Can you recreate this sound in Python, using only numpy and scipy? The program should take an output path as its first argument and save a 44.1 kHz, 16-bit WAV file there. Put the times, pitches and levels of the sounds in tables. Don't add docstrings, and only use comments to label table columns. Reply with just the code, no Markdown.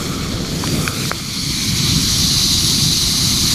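import sys
import numpy as np
from scipy import signal
from scipy.io import wavfile
from scipy.ndimage import uniform_filter1d

SR = 44100
rng = np.random.default_rng(int(sys.argv[2]) if len(sys.argv) > 2 else 0)


def level_to_linear(level):
    exponent = np.asarray(level, float) / 20
    return 10 ** exponent


def put_to_file(sound):
    columns = np.atleast_2d(sound).T
    safe = np.clip(columns, -1, 1)
    whole_steps = np.round(safe * 32767)
    wavfile.write(sys.argv[1], SR, whole_steps.astype(np.int16))


N = 156114


def evened(x):
    return x / np.sqrt(np.mean(x ** 2) + 1e-20)


def read_spectrum(points, hz):
    table_hz, level_db = np.transpose(points)
    return np.interp(np.log(hz + 1), np.log(table_hz + 1), level_db, -100, -100)


def soft_switch(hz, corner_hz):
    return 1 / (1 + (corner_hz / (hz + 1)) ** 8)


def bump(hz, centre_hz, width_hz):
    return np.exp(-.5 * ((hz - centre_hz) / width_hz) ** 2)


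def turbulence(shape, size, patchy_db, flicker_db, patch_hz, patch_s):
    hop = size // 4
    frames = N // hop + 5
    hz = np.fft.rfftfreq(size, 1 / SR)[:, None]
    real, imaginary, patches = rng.standard_normal((frames, len(hz), 3)).T

    bins = max(round(patch_hz * size / SR), 1)
    steps = max(round(patch_s * SR / hop), 1)
    flicker = evened(uniform_filter1d(rng.standard_normal(frames), steps))
    patches = uniform_filter1d(patches, bins, 0)
    patches = evened(uniform_filter1d(patches, steps, 1))

    gain = shape(hz, np.arange(frames) * hop / SR)
    gain = gain / np.linalg.norm(gain, axis=0)
    gain = gain * level_to_linear(patchy_db * patches + flicker_db * flicker)
    noise = signal.istft((real + 1j * imaginary) * gain, nperseg=size, noverlap=size - hop)[1]
    return evened(noise[:N])


def hiss():
    # (time [s], level [dB], facing the burner [0-1],
    # close reflection [0-1], its delay [ms], treble lift [dB], first hollow band lift [dB],
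    # second hollow band lift [dB], main peak [Hz])
    swing = [(0, -26.5, 0.02, 0.45, 0.96, 4, 1.5, 0.1, 4200), (.2, -27, 0.12, 0.21, .93, 0.1, 8, 5.5, 4130),
             (.4, -27.5, 0.16, 0.37, 0.96, -2.5, 0.1, -3, 4230), (.55, -27, 0.19, 0.1, 1, 1, -1, 1.5, 4520),
             (.7, -24.5, 0.31, 0.37, 0.89, 2.5, -0.5, 2, 4760),
             (.86, -24, 0.071, 0.28, 0.94, 8, 7.5, 6.5, 4700),
             (.92, -26, 0.16, 0.42, 0.9, 5.5, 7.5, 0, 4400),
             (1.0, -23.5, 0.37, 0.46, 0.826, 4, 4, 10.5, 4070),
             (1.099, -22, 0.38, 0.2, 0.91, 4.5, -15, 0.2, 4200),
             (1.103, -27, 0.2, 0.27, 1, 1.5, -2, -1, 4200), (1.25, -26.5, 0.41, 0.18, 0.91, 2, 4, 5, 4300),
             (1.4, -22, 0.63, 0.53, 0.95, 1, -3, 2, 4240),
             (1.6, -21.5, 0.49, 0.14, 0.97, 2.5, -3.5, 7, 4050),
             (1.9, -17.5, 0.69, 0.2, 0.92, 0, -2.5, 0.5, 4080),
             (2.1, -17, 0.7, 0.25, 0.95, 1.2, -1, -2.2, 3950),
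             (2.36, -15, 0.9, 0.12, 0.83, 0, 1.5, -1.5, 4100),
             (2.7, -16, 0.86, 0.17, .92, 2.5, -1.5, -3, 3980), (3.1, -16.5, 0.86, .1, 0.8, 2, 2, 0.5, 4100),
             (3.54, -16, 0.73, .1, 0.87, 2.5, 1, 0, 4100)]
    # (frequency [Hz], level [dB])
    away_spectrum = [(350, -43), (600, -31), (900, -12.5), (1300, -6.5), (1900, -8.5), (2700, -11.5),
                     (3500, -6), (5200, -9.5), (7000, -10.5), (8500, -19), (10500, -18.5), (13000, -23),
                     (15500, -29), (17000, -60)]
    # (frequency [Hz], level [dB])
    facing_spectrum = [(350, -48), (600, -24), (736, -6), (798, -21.5), (1090, -12.5), (1570, -20.5),
                       (1960, -15), (2060, -10.5), (2360, -11), (2640, -16), (2900, -7.5), (3410, -7),
                       (4070, 2), (4730, 4.5), (5130, -3), (5560, -0.5), (6370, -1), (7600, -15),
                       (8360, -12), (9320, -16.5), (10500, -11.5), (12900, -19), (15400, -28.5)]
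    # (centre [Hz], width [Hz])
    hollow_bands = [(1250, 110), (2300, 200)]
    times, level_db, *colour = np.transpose(swing)

    def shape(hz, t):
        facing, echo, delay_ms, treble_db, first_db, second_db, peak_hz = (
            np.interp(t, times, column) for column in colour)
        facing = np.clip(facing, 0, 1)
        echo = np.clip(echo, 0, .8)
        db = (1 - facing) * read_spectrum(away_spectrum, hz) + facing * read_spectrum(facing_spectrum, hz)
        db = db + soft_switch(hz, 6940) * treble_db
        db = db + first_db * bump(hz, *hollow_bands[0]) + second_db * bump(hz, *hollow_bands[1])
        db = db + 4 * bump(hz, peak_hz, 225)
        db = db + facing * 5 * bump(hz, 10130, 180)

        turn = np.exp(1j * (1.1 - 2 * np.pi * hz * delay_ms / 10 ** 3))
        bounced = echo * turn / (1 + (hz / 6000) ** 2)
        return level_to_linear(db) / abs(1 - bounced)

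    jets = turbulence(shape, size=512, patchy_db=1.11, flicker_db=.5, patch_hz=700, patch_s=0.033)
    return jets * level_to_linear(np.interp(np.arange(N) / SR, times, level_db))


def roar():
    # (time [s], level [dB], upper edge lift [dB], deep part lift [dB], peak [Hz])
    flame_course = [(0, -24, 14, 7, 202), (.25, -21, 9, 5, 215), (.45, -22, 12.5, 7, 203),
                    (.6, -20.5, 9.5, 0.1, 196), (.8, -18.5, 9, -1.5, 195), (.92, -27.5, 13, 5, 170),
                    (1.0, -20, 5, -3, 180), (1.099, -22.5, 1, -5, 171), (1.103, -30.5, 14.5, 6, 169),
                    (1.3, -26, 3, -2.5, 170), (1.55, -23, -3.5, 1.5, 158), (1.8, -20, -6, 0.5, 163),
                    (2.05, -18.5, -2, 8.2, 167), (2.25, -21, -3.5, 2.5, 148), (2.5, -22.5, -4, 6.5, 137),
                    (2.8, -20.5, -3.5, 2.5, 140), (3.1, -22, -6, 4, 141), (3.3, -21, -4.5, 1.5, 151),
                    (3.54, -21, -5, 0, 149)]
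    # (frequency [Hz], level [dB])
    roar_spectrum = [(12, -45), (20, -18), (69, -8), (161, -2.5), (205, -7), (264, -7), (310, -14),
                     (346, -10.5), (393, -23), (440, -21), (567, -30.5), (634, -31), (900, -39.5),
                     (1170, -82), (1980, -120)]
    times, level_db, *colour = np.transpose(flame_course)

    def shape(hz, t):
        edge_db, deep_db, peak_hz = (np.interp(t, times, column) for column in colour)
        db = read_spectrum(roar_spectrum, hz)
        db = db + soft_switch(hz, 385) * edge_db
        db = db + (1 - soft_switch(hz, 99)) * deep_db
        db = db + 2.5 * bump(hz, peak_hz, 44)
        return level_to_linear(db)

    flame = turbulence(shape, size=2048, patchy_db=1.4, flicker_db=-0.57, patch_hz=60, patch_s=.06)
    return flame * level_to_linear(np.interp(np.arange(N) / SR, times, level_db))


def knocks():
    # (time [s], peak [dB], brightness [dB per octave], pitch factor,
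    # ring time factor, thud [dB], bounce [dB])
    knock_list = [(.4485, -14, 3, 1, 1, -30, -6), (.6390, -9.5, -16, .78, 1.9, -30, -30),
                  (.6744, -5.5, 1, 1.38, 1.1, -30, -30), (.8771, 0, -1, 1.07, .85, -30, -2),
                  (1.0535, -14, -8, 1, 1, -30, -8), (1.1152, 0, -9, .96, .8, -7, -14)]
    # (frequency [Hz], level [dB], time to fall 60 dB [s])
    case_modes = [(1300, 0, .0075), (2250, 1, .0065), (3000, -6, .005), (4300, -16, .005), (5200, -4, .006),
                  (6200, -6, .005)]
    thud_hz, thud_t60_s = 700, .005
    touch_s, bounce_s = .0001, .00105
    out = np.zeros(N)
    t = np.arange(1024) / SR
    for start_s, peak_db, bright_db, pitch, ring, thud_db, bounce_db in knock_list:
        modes = []
        for k, (hz, db, t60) in enumerate(case_modes):
            sign = (-1) ** k
            tilted_db = db + bright_db * np.log2(hz / case_modes[0][0])
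            modes.append((sign * hz * pitch, tilted_db, t60 * ring))
        modes.append((thud_hz, thud_db, thud_t60_s))

        ringing = sum(level_to_linear(db - 60 * t / t60) * np.sin(2 * np.pi * hz * t) for hz, db, t60 in modes)
        tap = (1 - np.exp(-t / touch_s)) * ringing
        tap = tap - level_to_linear(bounce_db) * np.roll(tap, round(bounce_s * SR))
        out[round(start_s * SR):][:len(t)] += level_to_linear(peak_db) * tap / abs(tap).max()
    return out


def scene():
    return np.tile(hiss() + roar() + knocks(), (2, 1))


def roll_off(x):
    return signal.sosfilt(signal.butter(12, 15550, fs=SR, output="sos"), x)


def record(dry):
    overload = .97
    limited = dry / (1 + (dry / overload) ** 8) ** (1 / 8)
    low_pass = signal.firwin(511, 15350, window=("kaiser", 9), fs=SR)
    mix = signal.oaconvolve(limited, low_pass[None], "same")
    return roll_off(mix)


dry = scene()
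out = record(dry)
put_to_file(out)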